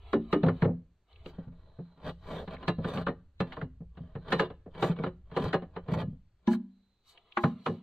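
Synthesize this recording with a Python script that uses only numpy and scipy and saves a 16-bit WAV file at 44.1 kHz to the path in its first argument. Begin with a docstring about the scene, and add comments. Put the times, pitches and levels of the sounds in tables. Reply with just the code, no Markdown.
"""A hollow plastic can knocks and rasps in a wooden box as a hand unscrews its cap.
Each impact excites the damped modes of walls and box, and a jolt sets the can rebounding; threads and
fingers rub by stick-slip friction. First a wire handle is swung aside and twangs; at the end the opened
can hums and the cap clacks down. A phone is held close above, in a quiet room."""
import sys
import numpy as np
from scipy import signal
from scipy.fft import rfft, irfft
from scipy.io import wavfile
from scipy.ndimage import uniform_filter1d, map_coordinates

SR = 44100
rng = np.random.default_rng(int(sys.argv[2]) if len(sys.argv) > 2 else 0)


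def store_wav(level_fs):
    """Save 16-bit WAV to argv[1]."""
    pcm = np.round(np.clip(np.atleast_2d(level_fs), -1, 1) * 32767)
    wavfile.write(sys.argv[1], SR, pcm.T.astype(np.int16))


N = 344994
TIME = np.arange(N) / SR
AGE = TIME[:SR // 2]  # time since an impact
IMPACT_GAIN = np.sqrt(.03 * SR)  # unit energy to unit rms over 30 ms

# Spectra of the noises (f/Hz, relative level/dB)
AIR_SPECTRUM = [(60, -1.5), (200, -12.5), (3800, -28.5), (6000, -14.5), (12000, -26.5)]
RUMBLE_SPECTRUM = [(15, -4), (38, -12), (52, -4), (70, -1), (120, -16.5), (300, -50), (1000, -86)]
WHISTLE_SPECTRUM = [(3300, -26), (4080, -0.5), (4600, -30)]
RUSTLE_SPECTRUM = [(150, -9.5), (500, 4.5), (1500, -4.5), (4100, -5), (4900, -17)]
BRUSH_SPECTRUM = [(200, -19.5), (600, -6), (1700, -1.5), (2400, -6.5), (4100, 5), (5500, 6.5), (8000, 0.5),
                  (13000, -1)]
DRAG_SPECTRUM = [(90, -10), (180, -0.5), (310, -19), (480, 1), (700, -7), (1500, -27.5), (5000, -55.5)]
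RUB_SPECTRUM = [(60, -29), (170, 7), (310, -5.5), (470, 2.5), (800, -2.5), (1300, -7.5), (2000, -13.5),
                (2400, -19), (2850, -23), (3400, -18.5), (4300, -19.5), (6000, -28.5), (12000, -37.5)]
# Spectra of the unresolved modes of room, loose cap and can (f/Hz, relative level/dB)
ROOM_SPECTRUM = [(100, 10.5), (500, -3.5), (1500, -5.5), (4000, -1.5), (6000, -6.0), (12000, 2.0)]
LANDING_SPECTRUM = [(120, -34.5), (550, -3.5), (1200, 4), (2500, -7.5), (9000, -50.5)]
KNOCK_SPECTRUM = [(70, -18), (170, 12.5), (310, -11.5), (450, -3), (700, -8), (1200, -8.5), (1750, -17),
                  (2300, -18), (3000, -17.5), (4300, -23), (7000, -32.5), (13000, -48.5)]
# Microphone response, and stereo side signal relative to mid (f/Hz, gain/dB)
MIC_RESPONSE = [(100, -1), (4400, -4.5), (5200, -17.5), (8000, -13), (10000, -23), (12000, -13)]
SIDE_RESPONSE = [(100, -39), (350, -21.5), (700, -15), (1400, -10.5), (2800, -7), (5000, -2), (9000, 1.5)]

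# Normal modes (f/Hz, relative level/dB, t60/s)
WIRE_MODES = [(226.2, 4, 0.32), (275.5, -1.5, 0.15), (297.4, 0.5, 0.18), (365.8, -9, 0.24),
              (398.7, -1, 0.17)]
OPEN_CAN_MODES = [(193.5, -6.5, 0.5), (225.4, 3, 0.32), (248, -6.5, 0.39), (353, -2, 0.21),
                  (616, -21.5, 0.22), (836, -9.5, 0.16), (982, -3, 0.072), (1700, -13, 0.077),
                  (5870, -13, 0.044)]  # the strong mode near 225 Hz is the hollow hum of the open can
CAP_MODES = [(620, -1.5, 0.036), (812, -2.5, 0.15), (944, -2.5, 0.052), (1050, -5.5, 0.18),
             (1094, -0.5, 0.11), (1200, 0.5, 0.062), (1482, -3.5, 0.049), (1645, -11.5, 0.13),
             (2010, -9.5, 0.06), (2340, -11.5, 0.055), (2800, -17.5, 0.053), (4280, -21, 0.05)]
BODY_MODES = [(107, -8, 0.16), (143, -5, 0.13), (169.35, -2.5, 0.21), (173.3, 1.5, 0.15),
              (255.67, -16, 0.27), (282.3, -10, 0.13), (361.2, -9.5, 0.14), (443.7, -4, 0.099),
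              (466.4, -3, 0.07), (533, -8.5, 0.11), (630, -15, 0.023), (705, -9, 0.12), (784, -4.5, 0.12),
              (845, -15, 0.16), (1047, -6, 0.13), (1234.4, -7, 0.11), (1479, -11, 0.023),
              (1706, -9.5, 0.11), (1764, -12.5, 0.13), (2035, -11.5, 0.02), (2903, -19, 0.16),
              (3670, -25.5, 0.095), (3990, -20, 0.15)]  # can and box
# Bands of a knock: can's thump, walls' knock, cap's clack, rim's snap
# (low f/Hz, high f/Hz, rise/s, t60/s, direct share)
KNOCK_BANDS = [(88, 260, 0.012, 0.076, 0.93), (256.88, 700, 0.0075, 0.1, 0.091),
               (701.1, 2200, 0.0021, .1, 0.26), (2360, 29000, 0.00033, 0.08, 0.27)]

# Spans of sustained noise (start t/s, duration/s, relative level/dB)
ARM_MOVES = [(0.0, 0.72, -52), (1.18, 0.5, -52.5), (2.07, 1.11, -51), (3.4, 2.75, -52.5)]
WHISTLES = [(1.55, 0.58, -75.5), (2.6, 0.46, -68), (4.18, .1, -71.5), (6.72, 1, -77.5)]
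HAND_REACHES = [(0.0, 0.66, -60.5), (1.12, 0.18, -65), (7.15, 0.68, -67.5)]
THREAD_DRAGS = [(2.055, 0.051, -41), (2.3, 0.15, -40), (2.86, 0.11, -40), (5.9, 0.13, -42)]
RUB_STROKES = [(0.484, 0.0039, -41.5), (0.63, 0.021, -49.5), (1.26, 0.19, -63.5), (1.42, 0.52, -71),
               (2.05, 0.058, -44), (2.275, 0.15, -46), (2.525, 0.025, -43), (2.6, 0.077, -52),
               (2.85, 0.18, -41.5), (3.46, 0.18, -55), (3.96, 0.2, -67), (4.275, 0.19, -45),
               (4.785, 0.14, -42), (4.99, 0.1, -52), (5.37, 0.14, -41), (5.75, 0.018, -60.5),
               (5.918, 0.035, -39), (5.988, 0.033, -39), (6.513, 0.039, -48)]  # twists of the cap, slides of wire and skin
# Light touches of skin and cap on plastic and wood (centre t/s, half duration/s, level/dB)
BRUSHES = [(2.082, 0.055, -59), (2.343, 0.11, -53.5), (4.849, 0.037, -45), (6.526, 0.024, -43),
           (7.099, 0.041, -52), (1.28, 0.035, -55.5), (7.437, 0.07, -53), (7.687, 0.077, -57.5)]

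# The handle strikes the can (t/s, level/dB, gain of lowest mode/dB)
WIRE_BLOWS = [(0.136, -16.5, -8.5), (0.355, -19, -14.5)]
# Bumps on the open can (t/s, level/dB, gain of upper modes/dB)
OPEN_CAN_BLOWS = [(6.476, -16.5, -0.5), (7.371, -37, 15.5), (7.439, -26.5, -14.5), (7.665, -31, -17)]
# The loose cap is set down, tips and settles (t/s, level/dB, tilt/(dB/octave))
CAP_LANDINGS = [(7.3714, -23.5, 0), (7.437, -25, -6.5), (7.661, -32, -3.5)]
# Contacts of cap edge, fingertips and wire (t/s, level/dB, centre f/Hz)
CLINKS = [(0.132, -33.5, 1248), (0.327, -44.5, 1560), (0.486, -35, 1236), (0.621, -38.5, 1560),
          (0.649, -43.5, 1510), (1.129, -66.5, 3650), (1.159, -63, 2810), (1.26, -52, 3220),
          (2.566, -55, 2070), (2.844, -42, 1262), (2.974, -49.5, 2826), (3.068, -31, 1176),
          (3.522, -48.5, 1973), (3.569, -42.5, 1100), (3.614, -42.5, 1645), (4.155, -60, 940),
          (4.321, -31, 1684), (4.395, -28, 1710), (5.037, -37, 1211), (5.531, -30.5, 1424),
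          (5.763, -42, 850), (5.885, -50.5, 987), (6.513, -49.5, 1540), (6.532, -44.5, 1560),
          (7.176, -57.5, 2650), (7.322, -54.5, 3030)]
# Hard clicks and knocks of cap, threads and handle on the can
# (t/s, level/dB, tilt/(dB/octave), thump/dB)
HARD_CLICKS = [(0.464, -32, -2, -26), (1.258, -42.5, -5.5, -47.5), (2.476, -45.5, 1.5, -39.5),
               (2.628, -46.5, 2, -47), (2.68, -28, 1.9, -24), (2.846, -34.5, -1, -32),
               (2.973, -33.5, -0.5, -29.5), (3.066, -32, -0.5, -35), (3.082, -29, -2.5, -35),
               (3.403, -30, 0.83, -26), (3.523, -53, 5.5, -79), (3.571, -41, -4.5, -44.5),
               (3.613, -43.5, -0.5, -48), (3.971, -52.5, 0, -47.5), (4.153, -41, -3, -36),
               (4.323, -24.5, 2, -29.5), (4.396, -24, 1.2, -41), (4.419, -30, -2.5, -38.5),
               (4.501, -43.5, -1.5, -49), (4.748, -52.5, 1.5, -49.5), (4.825, -22.5, 0, -29.5),
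               (4.963, -52, 1.5, -50), (5.037, -32.5, -0.8, -34), (5.062, -35.5, -2.5, -34.5),
               (5.314, -49, -0.5, -43), (5.365, -25.5, -1, -44.5), (5.45, -36.5, -0.5, -29.5),
               (5.53, -30.5, 0.5, -68), (5.541, -24, -1.5, -32.5), (5.621, -43, -2.5, -43.5),
               (5.763, -37, -1.5, -39), (5.884, -38.5, -2, -34), (6.473, -50, 5.5, -50.5),
               (7.437, -25, -1.5, -21)]
# Soft pushes of the fingers (t/s, thump/dB, wall knock/dB)
FINGER_THUDS = [(1.382, -36.5, -45.5), (1.471, -41, -62.5), (1.786, -36.5, -45), (2.784, -28.5, -38.5),
                (2.956, -31.5, -52), (3.627, -33, -46), (3.805, -40, -53.5), (4.001, -38.5, -61.5),
                (4.66, -48.5, -45), (4.896, -24, -35.5), (4.996, -31, -36.5), (5.394, -29, -62.5),
                (5.919, -26, -38.5), (5.959, -30, -37.5), (6.028, -33, -42), (6.075, -31, -73),
                (6.126, -40.5, -64.5)]
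# The can rocks (t/s, level/dB, tilt/(dB/octave), thump/dB, first rebound/dB, loss per rebound/dB)
JOLTS = [(0.131, -26, -1.1, -38, -34, 25.5), (0.328, -21.5, -1, -31.5, -37.5, 28),
         (0.4327, -25.5, -2.5, -18.5, -24, 25.5), (0.483, -25, -4, -41, -35.5, 22),
         (0.622, -26, -2.5, -19, -21.5, 7.5), (7.662, -30.5, 1, -38, -30.5, 9.5)]

GRIP_DETUNE = .022  # relative scatter of mode frequencies under the hand


def undb(db):
    """Amplitude ratio of a level in decibels."""
    return 10 ** (np.asarray(db) / 20)


def unit(x):
    """Normalisation to unit energy."""
    return x / np.sqrt(np.sum(x ** 2) + 1e-18)


def gains(points, size):
    """Frequency response at each bin, interpolated in decibels over log frequency."""
    hz, db = np.transpose(points)
    bin_hz = np.arange(size // 2 + 1) * SR / size
    return undb(np.interp(np.log(bin_hz + 1), np.log(hz), db))


def colour(x, points):
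    """Linear filtering by multiplication of spectra."""
    return irfft(rfft(x) * gains(points, len(x)), len(x))


def noise(points):
    """Stationary filtered Gaussian noise of unit rms."""
    return unit(colour(rng.standard_normal(N), points)) * np.sqrt(N)


def fade(t60, size=len(AGE)):
    """Exponential damping: 60 dB in t60 seconds."""
    return np.exp(-np.log(1000) * AGE[:size] / t60)


def ring(modes, scatter_db=0, size=len(AGE), detune=0):
    """Modal superposition: the contact point sets strength and phase, the grip shifts frequency."""
    out = np.zeros(size)
    for hz, db, t60 in modes:
        pitch = hz * (1 + detune * rng.standard_normal())
        envelope = undb(db + scatter_db * rng.standard_normal()) * fade(t60, size)
        out += envelope * np.sin(2 * np.pi * (pitch * AGE[:size] + rng.random()))
    return out


def add(track, s, sound):
    """Superposition of a sound on a track, starting at s seconds."""
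    start = max(int(s * SR), 0)
    track[start:start + len(sound)] += sound[:N - start]


def swells(spans, arch_db=3.5, attack_s=0.18, release_s=0.026):
    """Incoherent addition: arched envelopes sum in power; attack and release each cover 60 dB."""
    power = 0
    for start, length, db in spans:
        along = np.clip((TIME - start) / length, 0, 1)
        arch = undb(db - arch_db * (2 * along - 1) ** 2)
        before = np.maximum(start - TIME, 0) / attack_s
        after = np.maximum(TIME - start - length, 0) / release_s
        skirts = np.exp(-np.log(1000) * np.minimum(before + after, 2))
        power = power + (arch * skirts) ** 2
    return np.sqrt(power)


def air(level_db=-71):
    """Stationary background noise of the quiet room."""
    return undb(level_db) * noise(AIR_SPECTRUM)


def rumble(rest_db=-78.5):
    """Structure-borne handling noise, which rises while the arm moves."""
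    motion = swells(ARM_MOVES, arch_db=-1.5, attack_s=0.23, release_s=0.68)
    return (motion + undb(rest_db)) * noise(RUMBLE_SPECTRUM)


def room(x, t60=0.43, wet_db=-21):
    """Reverberation: convolution with a faint diffuse tail."""
    tail = colour(rng.standard_normal(len(AGE)), ROOM_SPECTRUM) * fade(t60)
    return x + undb(wet_db) * signal.fftconvolve(x, unit(tail))[:N]


def box_reflections(x, ripple_hz=70, echo_t60=0.065, echo_share=.8, drift_hz=1.2):
    """Interference: reflections reach two microphones in unlike phase, drifting as hand and phone move."""
    hz = np.arange(N // 2 + 1) * SR / N
    ripple = np.interp(hz / ripple_hz, np.arange(600), rng.standard_normal(600))
    side_spectrum = gains(SIDE_RESPONSE, N) * rfft(x)
    quadrature = irfft(1j * ripple / ripple.std() * side_spectrum, N)
    tail = unit(rng.standard_normal(len(AGE)) * fade(echo_t60))
    echoes = irfft(side_spectrum * rfft(tail, N), N)
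    drifting = np.real(signal.hilbert(echoes) * np.exp(2j * np.pi * drift_hz * TIME))
    side = (quadrature + echo_share * drifting) / np.hypot(1, echo_share)
    return np.array([x + side, x - side])


def whistle():
    """Narrow-band noise, heard as a faint whistle that comes and goes."""
    return swells(WHISTLES) * noise(WHISTLE_SPECTRUM)


def hollow_resonance(x, t60=0.044, wet_db=3):
    """Modal overlap: close resonances of shell and box give friction a hollow grain."""
    response = unit(rng.standard_normal(len(AGE)) * fade(t60))
    ringing = signal.fftconvolve(x, response)[:N]
    return (x + undb(wet_db) * ringing) / np.hypot(1, undb(wet_db))


def moving_contact(x, depth_db=4.0, width_hz=170, changes_per_s=13, sag_hz_per_s=1500):
    """Time-varying resonance: as the contact travels, spectral peaks appear, slide down and vanish."""
    hz, s, frames = signal.stft(x, SR, nperseg=512)
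    places = np.broadcast_arrays((hz[:, None] + sag_hz_per_s * s) / width_hz, s * changes_per_s)
    relief = rng.standard_normal((256, 256))
    peaks = undb(depth_db * map_coordinates(relief, places, order=1, mode="wrap"))
    return signal.istft(frames * peaks / np.sqrt(np.mean(peaks ** 2)), SR)[1][:N]


def rustling(uneven_db=4.0, changes_per_s=22):
    """Friction noise with random amplitude modulation as the hand reaches in and out."""
    flutter = np.interp(TIME * changes_per_s, np.arange(600), rng.standard_normal(600))
    return swells(HAND_REACHES, arch_db=-1.5) * undb(uneven_db * flutter) * noise(RUSTLE_SPECTRUM)


def brushing():
    """Light sliding friction: the hiss follows a bell-shaped pulse of pressure."""
    pressure = sum(undb(db) * np.exp(-((TIME - s) / half_s) ** 2) for s, half_s, db in BRUSHES)
    return pressure * noise(BRUSH_SPECTRUM)


def dragging():
    """Forced vibration: tight threads drag on the neck, and the hollow can groans."""
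    return swells(THREAD_DRAGS) * noise(DRAG_SPECTRUM)


def rubbing(slips_per_s=2200, spread_db=2.5, contact_t60=0.021, body_db=-4.5, gain_db=7):
    """Stick-slip friction: each tiny slip rasps at the contact and excites the can's modes."""
    slips = (rng.random(N) < slips_per_s / SR) * rng.standard_normal(N)
    slips *= undb(spread_db * rng.exponential(size=N))
    force = unit(slips) * np.sqrt(N) * swells(RUB_STROKES)
    contact_power = signal.fftconvolve(force ** 2, unit(fade(contact_t60)) ** 2)[:N]
    rasp = np.sqrt(np.abs(contact_power)) * noise(RUB_SPECTRUM)
    body = signal.fftconvolve(force, unit(ring(BODY_MODES)))[:N]
    return undb(gain_db) * (hollow_resonance(moving_contact(rasp)) + undb(body_db) * body)


def wire_twang(rise_s=.003):
    """Free vibration of the wire handle after it strikes the can."""
    out, onset = np.zeros(N), 1 - np.exp(-AGE / rise_s)
    for s, db, lowest_db in WIRE_BLOWS:
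        modes = undb(lowest_db) * ring(WIRE_MODES[:1]) + ring(WIRE_MODES[1:])
        add(out, s, undb(db) * onset * modes)
    return out


def open_can_hum(rise_s=.003):
    """Cavity resonance: the open can rings on with a hollow hum after a bump."""
    out, onset = np.zeros(N), 1 - np.exp(-AGE / rise_s)
    for s, db, upper_db in OPEN_CAN_BLOWS:
        modes = ring(OPEN_CAN_MODES[:3]) + undb(upper_db) * ring(OPEN_CAN_MODES[3:])
        add(out, s, undb(db) * onset * modes)
    return out


def cap_landings(dense_t60=.06, dense_db=1, rise_s=.001):
    """Impact on wood: the loose cap's modes ring freely above a short, dense clack."""
    out, onset = np.zeros(N), 1 - np.exp(-AGE / rise_s)
    for s, db, tilt_db in CAP_LANDINGS:
        modes = [(hz, mode_db + tilt_db * np.log2(hz), t60) for hz, mode_db, t60 in CAP_MODES]
        spectrum = [(hz, band_db + tilt_db * np.log2(hz)) for hz, band_db in LANDING_SPECTRUM]
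        dense = colour(rng.standard_normal(len(AGE)), spectrum) * fade(dense_t60)
        sound = unit(ring(modes)) + undb(dense_db) * unit(dense)
        add(out, s, undb(db) * unit(sound * onset) * IMPACT_GAIN)
    return out


def cap_clinks(octaves=0.3, crack_cycles=60, modes_db=-3, held_t60=.11):
    """Selective excitation: the contact point sets the band of a crack and of the held cap's modes."""
    out = np.zeros(N)
    for s, db, hz in CLINKS:
        band = signal.butter(2, [hz / 2 ** octaves, hz * 2 ** octaves], "band", fs=SR, output="sos")
        crack = unit(signal.sosfilt(band, rng.standard_normal(len(AGE)) * fade(crack_cycles / hz)))
        held = ring(CAP_MODES, detune=GRIP_DETUNE) * fade(held_t60)  # damped by fingers and threads
        sound = crack + undb(modes_db) * signal.sosfilt(band, unit(held))
        add(out, s, undb(db) * unit(sound) * IMPACT_GAIN)
    return out


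def contact(s, wall_db, tilt_db, thump_db, clack_db=-3.5, snap_db=-14):
    """Time and four band levels of a blow: a harder contact puts more energy in the high bands."""
    clack_octaves, snap_octaves = (np.log2(band[0] / KNOCK_BANDS[1][0]) for band in KNOCK_BANDS[2:])
    clack = wall_db + clack_db + tilt_db * clack_octaves
    snap = wall_db + snap_db + tilt_db * snap_octaves
    return s, thump_db, wall_db, clack, snap


def impacts(rebounds=3, rebound_s=.027, rebound_wall_db=-3.5):
    """Inelastic collisions: hard clicks, soft finger thuds, and jolts with dull, fading rebounds."""
    out = [contact(*click) for click in HARD_CLICKS]
    out += [contact(s, wall_db, tilt_db=-10.5, thump_db=db) for s, db, wall_db in FINGER_THUDS]
    for s, wall_db, tilt_db, thump_db, rebound_db, loss_db in JOLTS:
        out.append(contact(s, wall_db, tilt_db, thump_db))
        for k in range(rebounds):
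            db = rebound_db - k * loss_db
            out.append(contact(s + (k + 1) * rebound_s, db + rebound_wall_db, tilt_db=-13, thump_db=db))
    return out


def band_responses(low_hz, high_hz, rise_s, t60, direct, dense_db, count, size=8192):
    """Impulse responses of can and box in one band, one per blow: resolved modes plus dense ringing."""
    band = signal.butter(3, [low_hz, min(high_hz, .45 * SR)], "band", fs=SR, output="sos")
    hiss = irfft(rfft(rng.standard_normal((count, size))) * gains(KNOCK_SPECTRUM, size))
    tails = signal.sosfilt(band, hiss) * fade(t60, size)
    modes = [mode for mode in BODY_MODES if low_hz <= mode[0] < high_hz]
    onset = 1 - np.exp(-AGE[:size] / rise_s)
    push = 1 + direct * np.exp(-(AGE[:size] / 0.015) ** 2)  # the wall's direct push stands out briefly
    sounds = []
    for tail in tails:
        resolved = ring(modes, scatter_db=3.8, size=size, detune=GRIP_DETUNE)
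        ringing = unit(resolved) + undb(dense_db) * unit(tail)
        sounds.append(unit(ringing * onset * push) * IMPACT_GAIN)
    return sounds


def can_knocks(dense_db=-5, dense_step_db=3):
    """Impact response: the rim snaps at once, heavy walls swell later; modal density rises with pitch."""
    out, contacts = np.zeros(N), impacts()
    for k, band in enumerate(KNOCK_BANDS):
        sounds = band_responses(*band, dense_db + k * dense_step_db, count=len(contacts))
        for (s, *levels), sound in zip(contacts, sounds):
            add(out, s, undb(levels[k]) * sound)
    return out


def scene():
    """Superposition of the can's friction and impacts on rumble and room noise, in stereo."""
    friction = rubbing() + dragging() + hollow_resonance(moving_contact(brushing() + rustling()))
    struck = can_knocks() + wire_twang() + open_can_hum() + cap_clinks() + cap_landings()
    can = room(struck + friction + whistle())
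    return box_reflections(can + rumble() + air())


def suppress_hiss(x, edge_hz=4650, open_db=-62, shut_db=-9):
    """Downward expansion: the treble is turned down while it is weak."""
    treble = signal.sosfiltfilt(signal.butter(6, edge_hz, "high", fs=SR, output="sos"), x)
    power = uniform_filter1d(np.mean(treble ** 2, axis=0), size=1500)
    gain = np.clip(np.sqrt(np.abs(power)) / undb(open_db), undb(shut_db), 1)
    return x + treble * (gain - 1)


def record(dry, ceiling=0.29, top_hz=13400):
    """Saturation and filtering: the phone rounds peaks, dulls treble, lowers hiss and cuts the top."""
    rounded = ceiling * np.tanh(dry / ceiling)
    dull = np.array([colour(channel, MIC_RESPONSE) for channel in rounded])
    lowpass = signal.ellip(8, .2, 70, top_hz, fs=SR, output="sos")
    return signal.sosfilt(lowpass, suppress_hiss(dull))


dry = scene()
out = record(dry)
store_wav(out)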